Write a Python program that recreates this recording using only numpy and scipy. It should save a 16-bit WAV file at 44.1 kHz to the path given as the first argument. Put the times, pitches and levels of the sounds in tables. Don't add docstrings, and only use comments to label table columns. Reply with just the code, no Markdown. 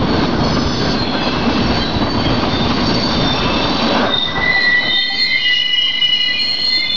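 import sys
import numpy as np
from scipy import signal
from scipy.fft import rfft, irfft, next_fast_len
from scipy.io import wavfile
from scipy.ndimage import uniform_filter1d, minimum_filter1d, map_coordinates

SR = 44100
rng = np.random.default_rng(int(sys.argv[2]) if len(sys.argv) > 2 else 0)


def int16_out(signal):
    q = np.round(np.clip(np.atleast_2d(signal).T, -1, 1) * 32767)
    wavfile.write(sys.argv[1], SR, q.astype(np.int16))


N = 306916


def amp(db):
    return 10 ** (np.asarray(db) / 20)


def unit(x):
    return x / np.sqrt(np.mean(np.abs(x) ** 2) + 1e-20)


def along(points, hz):
    f, level = np.transpose(points)
    return np.interp(np.log(hz + 1), np.log(f + 1), level)


def curves(rows):
    s, *columns = np.transpose(rows)
    return [np.interp(np.arange(N) / SR, s, column) for column in columns]


def wobble(rate):
    knots = rng.standard_normal(int(N * 90 / SR) + 4)
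    return map_coordinates(knots, [np.arange(N) * min(rate, 90) / SR])


def filtered(x, response):
    m = next_fast_len(N + 8192)
    return irfft(rfft(x, m) * response(np.fft.rfftfreq(m, 1 / SR)), m)[..., :N]


def rush(spectrum, patchy_db):
    z = signal.stft(rng.standard_normal(N + 512), nperseg=512)[2]
    field = uniform_filter1d(rng.standard_normal(z.shape), size=4, axis=0)
    field = uniform_filter1d(field, size=12, axis=1)
    patchy = signal.istft(z * amp(patchy_db * unit(field)), nperseg=512)[1][:N]
    return unit(filtered(patchy, lambda hz: amp(along(spectrum, hz))))


def smear(size, width_hz, skirt_db):
    m = next_fast_len(size)
    off = np.fft.fftfreq(m, 1 / SR) / width_hz
    shape = np.exp(-.7 * off ** 2) + amp(skirt_db) / (1 + (off / 1.8) ** 2)
    random_phase = np.exp(2j * np.pi * rng.random(m))
    return unit(np.fft.ifft(shape * random_phase)[:size])


def evened(swing):
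    share = .25
    return unit(swing / (np.abs(swing) + 0.06) ** share)


def sample_at(t):
    return np.round(t * SR).astype(int)


def squeal(start, end, hz_of, swing_of, db_of, octave_db, fade):
    a, b = max(round(start * SR), 0), min(round(end * SR), N)
    t = np.arange(a, b) / SR
    carrier = np.exp(2j * np.pi * np.cumsum(hz_of(t)) / SR)
    swing = swing_of(b - a) * carrier
    swing = swing + amp(octave_db) * swing ** 2 / (np.abs(swing) + .1)
    time_left = end - t + (b >= N - 2)
    edge = np.clip(np.minimum(t - start, time_left) / fade, 0, 1)
    return slice(a, b), np.sqrt(2) * amp(db_of(t)) * edge * swing.real


# f/Hz, level/dB
YARD_SPECTRUM = [(24, -41), (40, -7.5), (160, -7), (300, -2), (420, -12), (700, -14), (1020, -5.5),
                 (1300, -12.5), (1800, -16.5), (2340, -42), (3960, -120)]


def yard():
    return amp(-43) * rush(YARD_SPECTRUM, patchy_db=1)


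# t/s, thud level/dB, rumble level/dB, roar level/dB
ROLLING_LEVELS = [(0, -21, -18.5, -22.5), (.9, -21.5, -19, -23.5), (1.07, -27.5, -21, -25),
                  (1.3, -24.5, -19, -22), (2.1, -23.5, -19.5, -22.5), (3.0, -24, -19.5, -22),
                  (3.42, -23.5, -22, -22), (3.9, -29.5, -20.5, -21), (4.08, -32.5, -26, -22),
                  (4.14, -35, -29.5, -25), (4.24, -34, -30.5, -29), (4.5, -26, -26, -23.5),
                  (4.6, -38, -32.5, -30.5), (4.92, -35, -28.5, -30.5), (5.0, -50, -42.5, -43),
                  (5.27, -41, -35.5, -38), (5.68, -48.5, -47.5, -45.5), (5.95, -47, -43, -42),
                  (6.55, -42, -38, -39), (6.96, -42.5, -39, -39)]
# f/Hz, level/dB
THUD_SPECTRUM = [(12, -42), (20, -3.5), (22, -11), (54, -2), (170, -1), (220, -26), (370, -120)]
RUMBLE_SPECTRUM = [(97, -33.5), (165, -8), (232, 2.5), (409, -8.5), (450, -9.5), (580, -33), (990, -120)]
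ROAR_SPECTRUM = [(240, -22.5), (400, -5.5), (576, 2), (760, -1), (890, -2), (978, 0.5), (1200, -2.5),
                 (1320, -7.5), (1570, -4.5), (1800, -15), (2340, -19), (3960, -120)]


def rolling(surge_db, jolt, grain):
    thud_db, rumble_db, roar_db = curves(ROLLING_LEVELS)
    thud_db = thud_db + 0.65 * surge_db + 0.55 * jolt + 1.2 * grain + 0.49 * wobble(6)
    rumble_db = rumble_db + 0.51 * surge_db + 0.98 * jolt + 1.3 * grain
    roar_db = roar_db + surge_db + 0.5 * jolt + 1.7 * grain
    thud = amp(thud_db) * rush(THUD_SPECTRUM, patchy_db=1.76)
    rumble = amp(rumble_db) * rush(RUMBLE_SPECTRUM, patchy_db=1.0)
    roar = amp(roar_db) * rush(ROAR_SPECTRUM, patchy_db=1.5)
    return thud + rumble + roar


# t/s, hiss level/dB, sizzle level/dB
RUBBING_LEVELS = [(0, -32.5, -33), (.25, -30, -28), (.4, -34.5, -33.5), (.95, -29, -29), (1.07, -29, -35),
                  (1.5, -28, -28.5), (2.1, -32.5, -33.5), (2.25, -28, -31), (2.6, -28.5, -29.5),
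                  (3.1, -29, -26), (3.42, -29, -28.5), (4.0, -26.5, -27), (4.13, -36.5, -34.5),
                  (4.6, -34, -34), (5.1, -39, -37.5), (5.35, -39, -35), (5.58, -36.5, -30),
                  (5.64, -42.5, -38.5), (6.3, -38.5, -39), (6.96, -38, -40)]
# f/Hz, level/dB
HISS_SPECTRUM = [(1000, -18.5), (1700, -9), (1840, -4), (2380, -4), (3310, -1), (4000, -7.5), (5200, -24.5),
                 (8800, -120)]
SIZZLE_SPECTRUM = [(2350, -23.5), (4000, -4), (4470, -1.5), (4840, -6.5), (5500, -11), (7150, -46.5),
                   (12100, -120)]


def rubbing(surge_db, jolt, grain):
    hiss_db, sizzle_db = curves(RUBBING_LEVELS)
    hiss_db = hiss_db + 0.24 * surge_db + 1.2 * jolt + 0.92 * grain
    sizzle_db = sizzle_db + 0.44 * jolt
    hiss = amp(hiss_db) * rush(HISS_SPECTRUM, patchy_db=1.5)
    sizzle = amp(sizzle_db) * rush(SIZZLE_SPECTRUM, patchy_db=1.5)
    return hiss + sizzle


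WHEEL_MODES = {"low": ([(4.2, 1970), (4.5, 1990), (4.7, 1953), (5.0, 1985), (5.6, 1990), (5.8, 1990),
               (5.95, 2014), (6.15, 2001), (6.6, 2004), (6.75, 2034), (6.9, 2050)], 30.5, -27),
               "low twin": ([(4.5, 2040), (4.8, 2090), (5.1, 2070), (5.35, 2090), (5.6, 2082), (5.9, 2076),
               (6.3, 2057), (6.5, 2113), (6.7, 2056), (6.9, 2100)], 39, -29.5), "thin": ([(5.3, 2460),
               (6.0, 2386), (6.15, 2431), (6.8, 2480)], 33, -19.5), "dull": ([(1.2, 2646)], 54, -64),
               "shrill": ([(5.36, 2947), (5.5, 2883), (5.6, 2915), (5.74, 2900), (5.9, 2914), (6.1, 2933),
               (6.3, 2905), (6.5, 2900), (6.8, 2945)], 44, -21), "shrill twin": ([(4.75, 3045),
               (4.93, 3015), (5.0, 3030), (5.45, 3024), (6.4, 3000)], 32, -44.5), "sharp": ([(4.88, 3083),
               (5.05, 3145), (5.2, 3066), (5.32, 3113), (5.5, 3140), (5.75, 3140), (5.97, 3180),
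               (6.2, 3130)], 30, -54.5), "brief": ([(.4, 3290), (1.1, 3390), (1.3, 3360), (4.5, 3420),
               (6.4, 3280)], 74, -60.5), "keen": ([(.8, 3510), (2.6, 3597), (3.9, 3590), (6.7, 3570),
               (6.9, 3540)], 55, -65.5), "keen twin": ([(4.2, 3676), (5.3, 3632)], 60, -52),
               "short": ([(2.0, 3945), (4.7, 3930), (5.1, 4013), (6.3, 3990)], 56, -67.5),
               "high": ([(1.0, 4190), (1.3, 4093), (4.2, 4080), (4.47, 4030), (4.6, 4130), (4.9, 4118),
               (5.3, 4140), (6.1, 4150), (6.3, 4170), (6.7, 4140), (6.9, 4170)], 65, -57.5),
               "high twin": ([(1.1, 4300), (1.35, 4280), (4.85, 4240), (5.2, 4260), (5.33, 4270),
               (6.25, 4215), (6.38, 4270), (6.48, 4320), (6.7, 4295), (6.82, 4250), (6.96, 4235)], 37, -49),
               "bright": ([(.15, 4414), (.9, 4500), (1.8, 4513), (3.0, 4554), (4.0, 4534)], 77, -57.5),
               "peep": ([(1.25, 4880), (5.3, 4770)], 30, -63), "whistle": ([(.5, 5090), (.7, 5120),
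               (.95, 5060)], 66, -74), "topmost": ([(2.0, 5495)], 40, -57)}
# (t/s, level/dB)
HELD_CHATTER = [("bright", [(1.6, -36), (1.77, -25.5), (1.91, -37), (2.2, -29.5), (2.88, -31),
                (3.04, -23.5), (3.42, -37), (3.88, -26), (4.05, -37.5)]), ("keen", [(2.95, -39),
                (3.33, -22), (3.42, -30), (3.55, -29.5), (3.63, -27), (3.95, -35.5)]),
                ("keen twin", [(4.1, -23.5), (4.2, -16.5), (4.34, -31.5), (4.83, -34), (4.95, -21),
                (5.1, -28), (5.2, -27.5), (5.39, -32.5), (5.46, -33), (5.57, -44)]), ("low", [(4.15, -28),
                (4.24, -38), (4.36, -28), (4.47, -14.5), (4.65, -27), (4.72, -16.5), (5.0, -23.5),
                (5.3, -24), (5.56, -26), (5.75, -27.5), (6.0, -28), (6.12, -30), (6.3, -33), (6.5, -33),
                (6.96, -37.5)]), ("short", [(4.45, -32.5), (4.96, -32), (5.15, -40.5), (5.25, -29.5),
                (5.75, -44), (5.95, -32.5), (6.08, -43), (6.25, -36), (6.4, -39.5)]),
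                ("high", [(4.48, -29.5), (4.63, -24), (4.78, -35), (4.85, -29), (5.15, -40), (5.24, -26.5),
                (5.38, -26.5), (5.77, -37.5), (6.05, -36.5), (6.26, -24), (6.4, -39.5), (6.96, -21.5)]),
                ("thin", [(4.5, -39), (5.05, -46.5), (5.19, -38), (6.1, -37), (6.4, -32), (6.7, -50),
                (6.9, -38)]), ("low twin", [(4.45, -30), (4.62, -30.5), (4.85, -30.5), (5.03, -37),
                (5.37, -18.5), (5.42, -26), (5.6, -34), (5.7, -38.5), (5.88, -33), (6.15, -30),
                (6.31, -34.5), (6.62, -35.5), (6.84, -38), (6.96, -30.5)]), ("shrill", [(5.36, -34),
                (5.43, -25), (5.5, -21), (5.6, -15), (5.65, -23.5), (5.79, -15.5), (6.0, -21),
                (6.19, -18.5), (6.3, -25), (6.47, -30.5), (6.67, -28.5), (6.72, -35), (6.78, -32),
                (6.96, -31.5)])]
# mode, start t/s, end t/s, start level/dB, end level/dB
CHATTER_SPELLS = [("bright", 0.11, .36, -28.5, -37), ("bright", .45, .94, -31.5, -29),
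                  ("whistle", .45, .72, -32, -30), ("whistle", .76, 0.91, -32, -31),
                  ("keen", .65, 1.02, -33.5, -39), ("high", 0.98, 1.05, -27.5, -28),
                  ("high", 1.1, 1.3, -33, -30.5), ("high twin", 1, 1.36, -34.5, -36.5),
                  ("brief", 0.43, .46, -35, -36), ("keen", 0, .25, -44, -39),
                  ("high", 4.19, 4.25, -34, -36), ("brief", 4.22, 4.3, -36, -39),
                  ("brief", 4.4, 4.78, -39, -42.5), ("shrill twin", 4.45, 4.6, -38.5, -40.5),
                  ("brief", 1.1, 1.29, -28.5, -31.5), ("dull", 1.22, 1.42, -33, -32),
                  ("dull", 1.5, 1.72, -33, -35), ("dull", 2.3, 2.4, -38, -36),
                  ("high", 1.8, 1.95, -32, -35), ("peep", 1.25, 1.35, -38, -41),
                  ("topmost", 1.66, 1.76, -38.5, -44), ("short", 1.8, 2.03, -30.5, -31.5),
                  ("keen", 2.52, 2.66, -27.5, -27.5), ("topmost", 2.88, 2.96, -30.5, -35),
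                  ("topmost", 3.0, 3.4, -39, -36.5), ("topmost", 3.45, 3.95, -41.5, -43),
                  ("dull", 3.36, 3.6, -29.5, -31.5), ("short", 3.62, 3.98, -32.5, -30.5),
                  ("dull", 3.75, 3.97, -36, -36), ("topmost", 4.3, 4.9, -50, -50),
                  ("shrill twin", 4.77, 5.0, -33, -30.5), ("high twin", 4.84, 5.4, -29.5, -37),
                  ("sharp", 4.93, 5.15, -26, -28), ("peep", 5.2, 5.5, -41, -45),
                  ("keen", 5.42, 5.55, -38, -42), ("sharp", 5.31, 5.5, -26.5, -29),
                  ("shrill twin", 5.36, 5.57, -29, -31), ("sharp", 5.76, 6.25, -33, -43.5),
                  ("high twin", 6.2, 6.34, -28.5, -27.5), ("high twin", 6.42, 6.96, -27.5, -24.5),
                  ("brief", 6.24, 6.68, -36, -38), ("shrill twin", 6.36, 6.68, -31, -35),
                  ("keen", 6.7, 6.96, -30.5, -21.5)]


def chattering_modes():
    swell_s, ring_s = .07, .1
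    edge_db = -15.5
    wander_hz, falter_db = 5.01, 1.6
    out = np.zeros(N)
    spells = [(mode, [(a, a_db), (b, b_db)]) for mode, a, b, a_db, b_db in CHATTER_SPELLS]
    for mode, level in HELD_CHATTER + spells:
        s, db = np.transpose(level)
        s = np.r_[s[0] - swell_s, s, s[-1] + ring_s]
        db = np.r_[db[0] + edge_db, db, db[-1] + edge_db]
        drift, width_hz, octave_db = WHEEL_MODES[mode]
        wander, falter = wobble(9), wobble(45)
        centre = lambda t: np.interp(t, *np.transpose(drift)) + wander_hz * wander[sample_at(t)]
        chatter = lambda n: evened(smear(n, width_hz, skirt_db=-28))
        loudness = lambda t: np.interp(t, s, db) + falter_db * falter[sample_at(t)]
        where, sound = squeal(s[0], s[-1], centre, chatter, loudness, octave_db, fade=0.012)
        out[where] += sound
    return out


# t/s, rise in level before each layer's share/dB
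LEVEL_SURGES = [(.24, 4), (.5, 1.5), (1.02, 2), (1.51, 3), (1.85, 0), (3.55, 1.5), (4.038, 8), (4.401, 5.5),
                (4.87, 3)]


def level_surges():
    build_s, cut_s = 0.063, 0.022
    t = np.arange(N) / SR
    return sum(db * np.exp(-((t - s) / np.where(t < s, build_s, cut_s)) ** 2) for s, db in LEVEL_SURGES)


# start t/s, end t/s, f/Hz, level/dB
LOCKED_NOTES = [(0.38, 0.528, 4380, -30.5), (0.943, 1.037, 4222, -27), (1.215, 1.302, 2540, -31),
                (1.249, 1.32, 4100, -27), (1.195, 1.326, 4785, -29), (1.49, 1.6, 4820, -31),
                (1.074, 1.3, 3390, -41), (1.817, 1.991, 3900, -33), (2.047, 2.183, 4522, -29),
                (2.77, 3.107, 4550, -27.5), (2.86, 3.38, 5510, -42.5), (3.194, 3.44, 3596, -28),
                (4.09, 4.281, 3645, -23), (4.09, 4.26, 3700, -22), (4.43, 4.546, 2015, -15.5),
                (4.506, 4.644, 1971, -14), (4.519, 4.7, 4050, -28), (4.596, 4.84, 1951, -16.5),
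                (4.84, 4.93, 1985, -18.5), (4.79, 4.9, 3900, -28), (4.83, 4.98, 3050, -29),
                (4.86, 5.1, 3648, -20), (5.13, 5.23, 3648, -24), (4.99, 5.09, 3125, -28),
                (4.95, 5.3, 4240, -26.5), (5.175, 5.29, 4238, -16), (5.09, 5.25, 4545, -31),
                (5.12, 5.23, 1995, -22), (5.23, 5.31, 4140, -23), (5.281, 5.438, 2050, -26),
                (5.302, 5.517, 3100, -29), (5.417, 5.567, 1989, -19.5), (5.4, 5.6, 2889, -19.5),
                (5.454, 5.652, 3530, -35), (5.578, 5.736, 2935, -20.5), (5.7, 5.84, 2905, -19.5),
                (5.8, 5.99, 2925, -24), (5.74, 5.97, 3118, -26), (5.87, 6.015, 2028, -25.5),
                (5.699, 5.95, 2105, -33), (5.97, 6.217, 2930, -17), (6.0, 6.09, 3620, -37),
                (6.184, 6.361, 1994, -22.5), (6.19, 6.35, 4005, -27.5), (6.19, 6.453, 2910, -22),
                (6.082, 6.91, 4910, -42), (5.836, 6.1, 4800, -50), (5.799, 5.92, 4100, -31),
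                (6.247, 6.5, 2420, -36), (6.343, 6.438, 2408, -27.5), (6.46, 6.68, 3040, -33),
                (6.361, 6.84, 4237, -16.5), (6.681, 6.8, 2045, -24), (6.771, 6.88, 2095, -21.5),
                (6.8, 6.92, 2050, -25), (6.84, 7.0, 3520, -23)]
# start t/s, end t/s, start f/Hz, end f/Hz, level/dB
SLIP_CHIRPS = [(1.79, 1.86, 3160, 3150, -22), (1.796, 1.86, 2050, 2050, -31), (2.21, 2.28, 2230, 2110, -25),
               (1.238, 1.31, 4330, 4300, -28), (1.25, 1.3, 4600, 3900, -28),
               (2.24, 2.31, 3320, 3110, -22.5), (2.33, 2.38, 3120, 3130, -31),
               (2.17, 2.23, 3150, 3150, -31), (2.17, 2.23, 2500, 2480, -34), (2.4, 2.46, 2480, 2480, -30),
               (.95, 1.02, 2530, 2530, -29), (4.26, 4.32, 1975, 1975, -26)]


def locked_notes():
    beat_db, beat_hz = -12, 42.15
    bend_hz = 2.97
    out = np.zeros(N)
    bend = wobble(16)
    steady_notes = [(a, b, hz, hz, db) for a, b, hz, db in LOCKED_NOTES]
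    for start, end, hz, to_hz, db in steady_notes + SLIP_CHIRPS:
        apart_hz = beat_hz * rng.choice([-1, 1]) * rng.uniform(.6, 1.4)
        shift = lambda n: np.exp(2j * np.pi * apart_hz * np.arange(n) / SR)
        neighbour = lambda n: amp(beat_db) * smear(n, width_hz=12, skirt_db=-21) * shift(n)
        pitch = lambda t: np.interp(t, [start, end], [hz, to_hz]) + bend_hz * bend[sample_at(t)]
        loose = np.clip((-11 - db) / 45, 0, 1)
        waver = lambda n: np.sqrt(loose) * smear(n, width_hz=11, skirt_db=-13.5)
        swing = lambda n: np.sqrt(1 - loose) + waver(n) + neighbour(n)
        octave_db = -28 - 40 * (hz > 3000)
        where, sound = squeal(start, end, pitch, swing, lambda t: db, octave_db, fade=0.047)
        out[where] += sound
    return out


# t/s, level before the onset/dB, f/Hz, time to decay by 60 dB/s
COUPLING_PINGS = [(.565, -18, 1192, 0.22), (.86, -23.5, 1580, 0.34), (1.15, -22.5, 1554, 0.3),
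                  (1.82, -23, 1600, 0.35), (3.45, -15, 1000, 0.18), (3.97, -13, 897, 0.11),
                  (4.0, -13.5, 475, .1), (4.02, -14, 1136, 0.11), (4.028, -5, 595, .06),
                  (4.036, -11, 1146, .04), (4.064, -9, 690, 0.066), (4.56, -11, 778, 0.084),
                  (4.968, -27.5, 790, 0.2), (5.099, -23.5, 788, 0.29), (5.86, -33.5, 1080, .25),
                  (6.28, -28.5, 290, .15), (6.77, -31, 598, .15), (6.772, -28, 320, 0.23)]


def couplings():
    out, t = np.zeros(N + SR), np.arange(SR // 2) / SR
    onset = 1 - np.exp(-t / 0.0032)
    for s, db, hz, t60 in COUPLING_PINGS:
        ping = amp(db - 60 * t / t60) * onset * np.sin(2 * np.pi * hz * t)
        out[round(s * SR):][:len(t)] += ping
    return out[:N]


def scene():
    surge_db = level_surges()
    jolt, grain = wobble(12), wobble(55)
    noise = yard() + rolling(surge_db, jolt, grain) + rubbing(surge_db, jolt, grain)
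    return (noise + chattering_modes() + locked_notes() + couplings())[None]


def limiter(x, hold=0.004):
    ceiling = .52
    n = int(hold * SR)
    need = np.minimum(1, (ceiling / (np.abs(x) + 1e-9)) ** .75)
    lowest = minimum_filter1d(need, size=2 * n + 1, axis=-1)
    return x * uniform_filter1d(lowest, size=n, axis=-1)


# f/Hz, gain/dB
REBUILD_FILTER = [(4000, 0.5), (5000, -3), (5500, -1), (6000, -12.5), (6500, -25), (6800, -34.5),
                  (7000, -41.5), (7300, -64.5)]


def record(dry):
    step, offset = 4, .0432
    top_hz = 7250
    kept = step * (limiter(dry) + offset) * (np.arange(N) % step == 0)
    return filtered(kept, lambda hz: amp(along(REBUILD_FILTER, hz)) * (hz < top_hz))


dry = scene()
out = record(dry)
int16_out(out)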